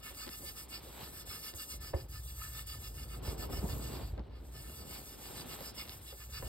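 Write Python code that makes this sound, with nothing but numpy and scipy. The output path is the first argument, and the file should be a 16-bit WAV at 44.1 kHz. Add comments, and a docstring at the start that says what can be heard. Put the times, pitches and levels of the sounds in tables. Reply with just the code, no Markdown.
"""In a quiet room, close to a hand-held phone, a hamster runs in a plastic exercise wheel standing to the left.
Each stride drives the wheel round its hub: noise filtered by resonances gives bearing hiss and a ringing drum.
A low noise rumble is the stand; the whirr nearly dies away just after four seconds, then picks up again.
Soft rustling is shaped noise; dull knocks are damped modes, and small ticks are clicks with short scratches."""
import sys
import numpy as np
from scipy import signal
from scipy.fft import rfft, irfft, next_fast_len
from scipy.io import wavfile
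from scipy.ndimage import uniform_filter1d, map_coordinates

SR = 44100
rng = np.random.default_rng(int(sys.argv[2]) if len(sys.argv) > 2 else 0)


def pcm_store(signal):
    """Save signal as 16-bit PCM."""
    levels = np.round(np.clip(np.atleast_2d(signal), -1, 1) * 32767)
    wavfile.write(sys.argv[1], SR, levels.astype(np.int16).T)


N = 285750

# Spectrum columns give relative level; levels over time are set before the trims in the functions.
# rustling close to the phone, steady part: [t/s, level/dB]
RUSTLE_LEVEL = [(0, -66), (.65, -68), (1.1, -64), (1.9, -65), (2.3, -69.5), (3.1, -63), (3.25, -53),
                (3.95, -52.5), (4.1, -61.5), (4.5, -63.5), (5.2, -67.5), (5.5, -59.5), (6.1, -73),
                (6.48, -64.5)]
# single brushes over it: [middle t/s, length/s, dull level/dB, bright level/dB]
BRUSH_STROKES = [(0.122, 0.026, -66, -61), (0.279, 0.024, -58.5, -54), (0.43, 0.056, -61.5, -77),
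                 (0.876, 0.55, -65.5, -64.5), (1.012, 0.093, -61.5, -55), (3.29, 0.11, -55.5, -60),
                 (3.444, 0.043, -50, -64), (3.534, 0.05, -51, -62), (3.642, 0.034, -47.5, -67),
                 (3.737, 0.13, -56, -61), (3.95, 0.15, -61, -58.5), (4.01, 0.056, -52.5, -59.5),
                 (4.193, 0.029, -50.5, -77), (4.885, 0.34, -60, -70.5), (4.96, 0.07, -71, -59),
                 (5.357, 0.3, -58.5, -59), (5.562, 0.18, -65, -57), (5.836, 0.42, -64.5, -64),
                 (6.455, 0.046, -54.5, -68)]
# spectrum of its dull part: [f/Hz, level/dB]
CLOTH_SPECTRUM = [(40, -17), (110, 4), (200, 2.5), (350, 2), (600, -3), (1000, -10.5), (2000, -27),
                  (3000, -38), (7000, -52), (15000, -60)]
# spectrum of its grainy part: [f/Hz, level/dB]
GRIT_SPECTRUM = [(100, -27), (350, 5.5), (900, 9), (1800, 0.5), (4000, 1.5), (6500, -18), (15000, -70)]
# likeness of the rustling at the left and right ports: [f/Hz, likeness/1]
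RUSTLE_LIKENESS = [(60, 0.52), (130, 0.66), (290, 0.67), (640, 0.15), (1400, 0.82), (3100, 0.74),
                   (15000, 0.39)]
# rumble of the stand: [t/s, level/dB]
STAND_LEVEL = [(0, -57), (1.2, -55.5), (1.45, -60), (1.68, -60.5), (1.78, -44.5), (1.9, -51), (2.2, -45),
               (2.65, -48.5), (3.2, -44.5), (3.45, -44.5), (3.65, -39), (3.98, -45.5), (4.1, -38),
               (4.3, -47.5), (4.62, -48.5), (5.15, -57.5), (6.2, -53), (6.48, -42)]
# spectrum of that rumble: [f/Hz, level/dB]
RUMBLE_SPECTRUM = [(20, -56), (35, -47), (48, 0.5), (58, 5.5), (66, 0.5), (82, -7.5), (105, -8.5),
                   (140, -12.5), (200, -34), (400, -100)]
# dull knocks: [t/s, thump level/dB, ring level/dB, puff level/dB]
KNOCK_HITS = [(0.106, -60, -48, -62), (0.268, -59, -49, -54), (.435, -47, -44, -70), (0.868, -55, -47, -62),
              (1.276, -43.5, -67, -58), (1.538, -42.5, -48, -54), (1.937, -27, -26, -44),
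              (3.275, -31.5, -45, -59), (3.69, -37, -45, -57), (4.01, -43, -49, -74),
              (4.179, -58, -44, -55), (5.608, -58, -42, -51), (6.128, -61, -46, -56.5),
              (6.426, -47, -39, -48)]
# modes of the knocked stand: [f/Hz, level/dB, t60/s]
STAND_MODES = [(75.6, 4, 0.088), (88, -4, 0.056)]
# modes of the knocked plastic: [f/Hz, level/dB, t60/s]
PLASTIC_MODES = [(368, -10, 0.14), (441, -21, 0.2), (535, -16, 0.24), (560, 0, 0.065), (640, -15, 0.03),
                 (862, -12, 0.03), (1077, -19, 0.04), (1740, -14, 0.035), (2080, -21, 0.03)]
# soft bumps, single low pushes: [t/s, level/dB, f/Hz]
BUMP_PUSHES = [(0.271, -40.5, 280), (0.297, -44, 230), (1.033, -42, 130), (3.396, -38, 85),
               (3.571, -33, 115), (3.593, -31, 85), (3.6436, -26, 172), (3.738, -37, 130),
               (3.768, -36, 110)]
# tiny dry ticks, before their colouring: [t/s, level/dB]
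TICK_HITS = [(0.148, -42), (0.2665, -36), (.279, -39), (0.2915, -32), (.928, -42), (1.539, -37),
             (4.179, -47), (4.195, -47), (5.607, -39), (5.855, -38), (5.877, -42), (5.885, -44),
             (5.8947, -32)]
# phase by which the left port leads for sound from the wheel: [f/Hz, lead/rad]
PORT_LEAD = [(20, 0), (690, -1.1), (1200, -.8), (1900, .2), (2400, 2.6), (2820, 1.85), (3300, 2.5),
             (3750, 1.2), (4300, 2), (4950, 1), (6000, np.pi), (7950, 2 * np.pi), (10150, 3 * np.pi),
             (12550, 4 * np.pi), (14850, 5 * np.pi), (16000, 17.3)]
# left minus right level for sound from the wheel: [f/Hz, level/dB]
PORT_TILT = [(130, -2), (500, -1), (1100, 1), (2000, -0.5), (4000, -2), (8000, 0.5)]
# strides: [start t/s, depth of the break at the start/dB (negative lifts), middle of the stroke t/s,
#           stroke length at half power/s, push level/dB, hollow ring level/dB]
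STRIDE_STROKES = [(0.019, 18, 0.07, 0.065, -51.5, -54), (0.136, 10, 0.218, 0.064, -50, -52.5),
                  (0.287, 5.5, 0.335, 0.042, -51, -60), (0.409, 2, 0.485, 0.041, -47.5, -58.5),
                  (0.548, 6, 0.592, 0.045, -51, -56.5), (0.676, 22, 0.747, 0.055, -49, -57.5),
                  (0.814, 11, 0.879, 0.063, -63, -73), (0.95, -0.5, 1.054, 0.05, -53, -57.0),
                  (1.123, 3, 1.186, 0.073, -56.5, -58.0), (1.249, 17, 1.335, 0.067, -49.0, -54.5),
                  (1.41, 4.5, 1.47, 0.068, -50, -57), (1.537, 14, 1.613, 0.047, -50.5, -58.0),
                  (1.673, 5.5, 1.726, 0.045, -51, -60), (1.798, 21, 1.862, 0.068, -52, -57.5),
                  (1.937, 10, 1.989, 0.055, -58.5, -59), (2.077, 18, 2.159, 0.055, -53, -55),
                  (2.225, 5, 2.298, 0.035, -56.5, -64), (2.344, 5, 2.44, 0.064, -55.5, -50),
                  (2.52, 4.5, 2.582, 0.066, -52.5, -53.5), (2.655, 16, 2.723, 0.066, -51, -58),
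                  (2.788, 4.5, 2.856, 0.04, -51, -61), (2.933, 7, 3.01, 0.061, -54, -57),
                  (3.071, 6, 3.131, 0.059, -58, -56), (3.213, 19, 3.284, 0.061, -48.5, -56),
                  (3.369, 12, 3.423, 0.051, -51.5, -52), (3.488, 16, 3.565, 0.068, -51.5, -53.5),
                  (3.62, 2, 3.71, 0.042, -52.5, -55.5), (3.792, 0, 3.851, 0.055, -53, -57),
                  (3.888, -3.5, 3.955, 0.055, -55.5, -64), (4.018, -1, 4.063, 0.068, -62.5, -66.5),
                  (4.3, 2, 4.356, 0.062, -67.5, -66), (4.415, -2, 4.45, 0.035, -74, -80),
                  (4.507, 3, 4.58, 0.065, -57, -62), (4.63, 1, 4.702, 0.12, -61, -61.5),
                  (4.753, -2.5, 4.805, 0.045, -60, -59.5), (4.843, 5, 4.95, 0.097, -53, -64),
                  (5.03, 3, 5.102, 0.081, -60, -64), (5.172, 6, 5.26, 0.046, -51, -64),
                  (5.327, -1, 5.388, 0.052, -49.5, -59.5), (5.451, 9, 5.526, 0.047, -48.5, -57),
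                  (5.596, 3, 5.657, 0.073, -52.5, -58), (5.735, 24, 5.803, 0.047, -46, -55),
                  (5.874, 4, 5.919, 0.041, -54.5, -61.0), (6.007, 9, 6.097, 0.05, -53.0, -67),
                  (6.168, -0.5, 6.221, 0.041, -56, -55.5), (6.287, 5, 6.367, 0.056, -49.5, -54.0),
                  (6.43, 0, 6.468, 0.034, -55, -61)]
# bearing hiss, following the turning of the wheel: [t/s, level/dB]
SPIN_LEVEL = [(0, -47.5), (.6, -47), (.88, -55), (1.35, -45), (1.72, -45), (2.0, -55), (2.5, -45.5),
              (3.1, -52.5), (3.55, -48), (3.85, -49), (4.08, -57.5), (4.2, -85), (4.34, -78), (4.46, -63),
              (4.6, -53), (4.9, -49.5), (5.12, -51), (5.7, -48), (6.1, -53.5), (6.48, -49.5)]
# abrupt catches of the bearing at the start of some strides: [t/s, peak level/dB]
BEARING_CATCHES = [(1.808, -49), (2.6688, -40.5)]
# resonances of the plastic drum and the hollows between them: [f/Hz, width/Hz, lift/dB]
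DRUM_RESONANCES = [(1250, 75, 13.5), (1335, 50, 9), (1510, 90, 4), (1755, 75, 18.5), (1960, 120, -3),
                   (2155, 70, 13.5), (2400, 70, 5.5), (2600, 100, -5), (2730, 50, 6), (2820, 70, 14),
                   (2975, 45, 13), (3090, 110, -5), (3165, 40, 7), (3350, 130, 7), (3550, 60, 11),
                   (3770, 110, -9), (3935, 50, 9), (4430, 130, 5), (4655, 60, 11), (4760, 70, -4),
                   (4870, 90, 7), (5090, 45, 7), (5290, 160, 10), (5790, 60, 12), (5950, 110, 8),
                   (6210, 40, 8), (6480, 80, 6), (6610, 70, 8), (6820, 40, 4), (7230, 160, -7),
                   (7360, 40, 6), (7490, 70, 6), (7680, 160, -5), (7920, 90, 6), (8050, 70, 8),
                   (8180, 80, -6), (8330, 160, 5), (8580, 150, 4), (8835, 55, 7), (8930, 90, -4),
                   (9280, 140, 4), (9510, 80, 6), (10060, 140, 5), (10310, 90, 9), (10520, 90, -4),
                   (10670, 70, 5), (10790, 60, -5), (11060, 120, 4), (11320, 60, 5), (11680, 60, 5),
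                   (11780, 70, -4), (12270, 70, 4), (12370, 70, 6), (12580, 170, -5), (13125, 50, 5),
                   (13210, 70, -4), (13500, 250, 4), (14330, 60, 7), (14480, 120, 3)]
# spectrum driving the low ring of the drum: [f/Hz, level/dB]
RING_SPECTRUM = [(500, -31), (1000, -4.5), (1250, 0), (1750, -5.5), (2150, -9), (2600, 4), (5000, -83)]
# spectrum driving the rubbing plastic: [f/Hz, level/dB]
RUB_SPECTRUM = [(800, -10), (1800, -11), (2500, 2.5), (3100, -2), (3750, 0), (4500, 4.5), (5600, -1.5),
                (6200, -30), (7500, -15), (16000, -15)]
# spectrum driving the bearing hiss: [f/Hz, level/dB]
HISS_SPECTRUM = [(1000, -27), (2600, -26), (3500, -7), (5500, -9.5), (7200, 1), (8200, 1), (10000, 0),
                 (10800, -3), (12000, 3.5), (14200, 2), (15000, 2), (15500, 2.5)]


def amp(db):
    """Decibels to gain."""
    return 10 ** (np.asarray(db) / 20)


def unit(x):
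    """Scale to rms 1."""
    return x / np.sqrt(np.mean(x ** 2) + 1e-20)


def along(points, hz):
    """(Hz, value) points on a log axis."""
    f, v = np.transpose(points)
    return np.interp(np.log(hz + 1), np.log(f + 1), v)


def curve(rows):
    """(s, value) rows, one value per sample."""
    return np.interp(np.arange(N) / SR, *np.transpose(rows))


def wobble(rate):
    """A smooth random curve, rate knots a second."""
    return map_coordinates(rng.standard_normal(int(N * rate / SR) + 4), [np.arange(N) * rate / SR])


def filtered(x, response):
    """x times a complex response of frequency."""
    m = next_fast_len(N + SR // 2)
    return irfft(rfft(x, m) * response(np.fft.rfftfreq(m, 1 / SR)), m)[..., :N]


def coloured(x, spectrum):
    """x with the given spectrum, at rms 1."""
    return unit(filtered(x, lambda hz: amp(along(spectrum, hz))))


def friction(rate, rough_db):
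    """Noise that comes in tiny random clumps, as surfaces catch and slip."""
    return rng.standard_normal(N) * amp(rough_db * wobble(rate))


def add(track, s, sound):
    """Mix a sound into a track at time s."""
    part = track[round(s * SR):][:len(sound)]
    part += sound[:len(part)]


def spread(a, b, alike):
    """Two unrelated signals to a stereo pair of the given likeness."""
    turn = lambda hz: np.arccos(np.clip(along(alike, hz), -1, 1)) / 2
    mid, side = filtered(np.array([a, b]), lambda hz: np.array([np.cos(turn(hz)), np.sin(turn(hz))]))
    return unit(np.array([mid + side, mid - side]))


def tail(t60):
    """A dense cluster of modes: decaying noise of energy 1."""
    t = np.arange(SR // 4) / SR
    ring = rng.standard_normal(len(t)) * amp(-60 * t / t60)
    return ring / np.linalg.norm(ring)


def from_wheel(x):
    """Sound from the wheel reaches the two microphone ports out of step and not quite equally."""
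    sides = np.array([[.5], [-.5]])  # left, right
    return filtered(x, lambda hz: np.exp(1j * sides * along(PORT_LEAD, hz)) * amp(sides * along(PORT_TILT, hz)))


def stride_slack():
    """Swing between 1 at each stride's start and 0 halfway to the next."""
    start = np.transpose(STRIDE_STROKES)[0]
    edges = np.append(start, start[-1] + np.mean(np.diff(start)))
    stride_count = np.interp(np.arange(N) / SR, edges, np.arange(len(edges)))
    return np.cos(np.pi * stride_count) ** 2


def room_air():
    """The room's faint hiss: low-heavy noise, independent at the two ports."""
    spectrum = [(40, 11), (300, 4), (2000, -31), (6000, -50), (15000, -46)]  # f/Hz, level/dB
    return amp(-71.5) * coloured(rng.standard_normal((2, N)), spectrum)


def close_walls(near):
    """The close walls of the pen return a short, dense, decaying tail, drawn separately for each port."""
    level_db = -18
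    return amp(level_db) * np.array([signal.fftconvolve(port, tail(t60=0.029))[:N] for port in near])


def rustle():
    """Clumpy noise gives dull, grainy rustling close by; single brushes swell and fade over it."""
    grit_db, grit_follows = -73, 0.33  # mean level/dB; dB of grit for each dB of rustling
    t, steady_db = np.arange(N) / SR, curve(RUSTLE_LEVEL)
    dull = amp(steady_db)
    bright = amp(grit_db + grit_follows * (steady_db - steady_db.mean()))
    for s, length, dull_db, bright_db in BRUSH_STROKES:
        swell = 1 / (1 + (2 * (t - s) / length) ** 2)
        dull = np.hypot(dull, amp(dull_db) * swell)
        bright = np.hypot(bright, amp(bright_db) * swell)
    cloth = [coloured(friction(rate=180, rough_db=2.5), CLOTH_SPECTRUM) for _ in range(2)]
    grit = [coloured(friction(rate=600, rough_db=2.5), GRIT_SPECTRUM) for _ in range(2)]
    dull_sound = amp(5.5) * dull * spread(*cloth, RUSTLE_LIKENESS)
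    return dull_sound + amp(4.0) * bright * spread(*grit, RUSTLE_LIKENESS)


def stand():
    """The turning wheel shakes its stand: a low noise rumble, lifted in the middle of each stride."""
    rock_db = 1.5  # swing of the rumble with each stride
    low = coloured(rng.standard_normal(N), RUMBLE_SPECTRUM)
    # dividing by the short-term strength evens out the noise's own swells
    strength = np.sqrt(np.abs(uniform_filter1d(low ** 2, size=4000)) + 1e-6)
    return amp(curve(STAND_LEVEL) + rock_db * (.5 - stride_slack())) * low / strength


def ringing(modes, attack):
    """Damped modes after a soft contact, their strengths varying slightly from hit to hit."""
    t = np.arange(SR // 3) / SR
    ring = sum(amp(db + rng.normal(0, 0.23) - 60 * t / t60) * np.sin(2 * np.pi * hz * t) for hz, db, t60 in modes)
    return ring * (1 - np.exp(-t / attack))


def knocks():
    """Each knock rings the plastic, rattles briefly and rocks the stand; a bump is one push without ring."""
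    track, t = np.zeros(N), np.arange(SR // 3) / SR
    puff_spectrum = [(100, 10.5), (500, 7.5), (1800, -5.5), (2800, -9), (9000, -48)]  # f/Hz, level/dB
    rattle_spectrum = [(150, -26), (330, 4.5), (580, -8.5), (800, -6.5), (3000, -54)]  # f/Hz, level/dB
    puffs = coloured(rng.standard_normal(N), puff_spectrum)
    rattles = coloured(rng.standard_normal(N), rattle_spectrum)
    for k, (s, thump_db, ring_db, puff_db) in enumerate(KNOCK_HITS):
        own = slice(k * len(t), (k + 1) * len(t))  # fresh noise for each knock
        puff = amp(puff_db + 6.0 - 60 * t / 0.1) * (1 - np.exp(-t / 0.00056)) * puffs[own]
        ring = amp(ring_db) * ringing(PLASTIC_MODES, attack=0.0032)
        rattle = amp(ring_db - 15.5 - 60 * t / 0.28) * rattles[own]
        thump = amp(thump_db + 4.5) * ringing(STAND_MODES, attack=0.0086)
        add(track, s - .003, puff)
        add(track, s, ring + rattle)
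        add(track, s + 0.0069, thump)
    for s, db, hz in BUMP_PUSHES:
        phase = 2 * np.pi * hz * (np.arange(N) / SR - s)  # the push lasts about one cycle
        track -= amp(db) * np.sin(phase) * np.exp(-(phase / np.pi) ** 2 / 2)
    return from_wheel(track)


def ticks():
    """Tiny dry ticks, as of claws on plastic: a one-sample contact and a short noise scratch."""
    track, t = np.zeros(N), np.arange(SR // 50) / SR
    for s, db in TICK_HITS:
        contact = amp(7) * (t == 0)
        scratch = amp(-12 - 60 * t / .004) * rng.standard_normal(len(t))
        add(track, s, amp(db) * (contact + scratch))
    claw = [(300, -14), (1500, 4.5), (4800, 10), (8000, -10), (15000, -14)]  # f/Hz, gain/dB
    return from_wheel(filtered(track, lambda hz: amp(along(claw, hz))))


def shell(x, spectrum, patchy_db):
    """Friction through the drum's resonances; its strength at each pitch shifts as the contact travels round."""
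    z = signal.stft(x, nperseg=512)[2]
    # random patches, smoothed over frequency and then over time
    field = signal.convolve2d(rng.standard_normal(z.shape), np.hanning(7)[:, None], "same")
    field = signal.fftconvolve(field, np.hanning(36)[None], "same", axes=1)
    patchy = signal.istft(z * amp(patchy_db * unit(field)), nperseg=512)[1][:N]
    lift_db = lambda hz: sum(db / (1 + (2 * (hz - c) / width) ** 2) for c, width, db in DRUM_RESONANCES)
    return unit(filtered(patchy, lambda hz: amp(along(spectrum, hz) + lift_db(hz))))


def flexed(x):
    """The drum flexes under the animal, so its resonances glide slightly up and down."""
    bend = 0.0035  # typical share by which the pitch glides
    place = np.cumsum(1 + bend * wobble(12))
    return map_coordinates(x, [place], order=3, mode="mirror")


def stride_levels(hiss_swell_db, fade_s, restart_s):
    """Strokes swell and fade in the drum; the hiss holds on, fades between strides and restarts quickly."""
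    stroke_edge = 4.95  # how steeply a stroke swells and fades
    rub_drag_db, ring_drag_db = -18, -21  # light rubbing and ringing between strokes, against the spin
    hiss_per_push = 0.14  # dB of hiss for each dB that a stride is stronger than its neighbours
    t = np.arange(N) / SR
    start, break_db, middle, length, push_db, hollow_db = np.transpose(STRIDE_STROKES)

    spin_db = curve(SPIN_LEVEL)
    for s, depth in zip(start, break_db):
        pace = np.where(t < s, fade_s, restart_s)
        spin_db = spin_db - depth / (1 + ((t - s) / pace) ** 2) ** 2

    coarse = t[::32]  # fine enough for the slow stroke shapes
    swells = 1 / (1 + np.abs(2 * (coarse - middle[:, None]) / length[:, None]) ** stroke_edge)

    def strokes(db, drag_db):
        """Add the powers of the strokes and of the drag between them."""
        stroke_power = np.interp(t, coarse, amp(db) ** 2 @ swells)
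        return np.sqrt(stroke_power + amp(spin_db + drag_db) ** 2)

    stride = np.clip(np.searchsorted(start, t) - 1, 0, None)
    accent_db = push_db - uniform_filter1d(push_db, size=3)
    accent_db = uniform_filter1d(accent_db[stride], size=4200)
    hiss = amp(spin_db + hiss_per_push * accent_db - hiss_swell_db * stride_slack())
    return strokes(push_db, rub_drag_db), strokes(hollow_db, ring_drag_db), hiss


def wheel():
    """Friction at the hub hisses and rings the drum, stride by stride."""
    flutter_db, ring_trim_db, rub_trim_db, hiss_trim_db = 0.8, -3, 0, 1.02
    push, hollow, spin = stride_levels(hiss_swell_db=2.3, fade_s=0.026, restart_s=0.013)
    grip = amp(flutter_db * wobble(28))  # the contact pressure flutters within a stride
    ring = hollow * grip * shell(friction(rate=390, rough_db=3.0), RING_SPECTRUM, patchy_db=-0.5)
    rub = push * grip * shell(friction(rate=760, rough_db=2.0), RUB_SPECTRUM, patchy_db=3.0)
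    hiss_noise = shell(friction(rate=450, rough_db=0.15), HISS_SPECTRUM, patchy_db=2.25)
    hiss = spin * amp(1.13 * wobble(55)) * hiss_noise
    t = np.arange(SR // 10) / SR
    for s, db in BEARING_CATCHES:
        scrape = coloured(rng.standard_normal(N), HISS_SPECTRUM)[:len(t)]
        add(hiss, s, amp(db - 6 - 60 * t / 0.23) * scrape)  # 6 dB leaves room for the noise peaks
    drum = flexed(amp(ring_trim_db) * ring + amp(rub_trim_db) * rub)
    return from_wheel(drum + amp(hiss_trim_db) * hiss)


def scene():
    """Room air, close walls, rustling and stand lie behind the knocks, ticks and wheel."""
    near = knocks() + ticks() + wheel()
    return room_air() + close_walls(near) + rustle() + stand() + near


def record(dry):
    """The phone keeps nothing above its band limit."""
    top_hz = 15800
    return filtered(dry, lambda hz: hz < top_hz)


dry = scene()
out = record(dry)
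pcm_store(out)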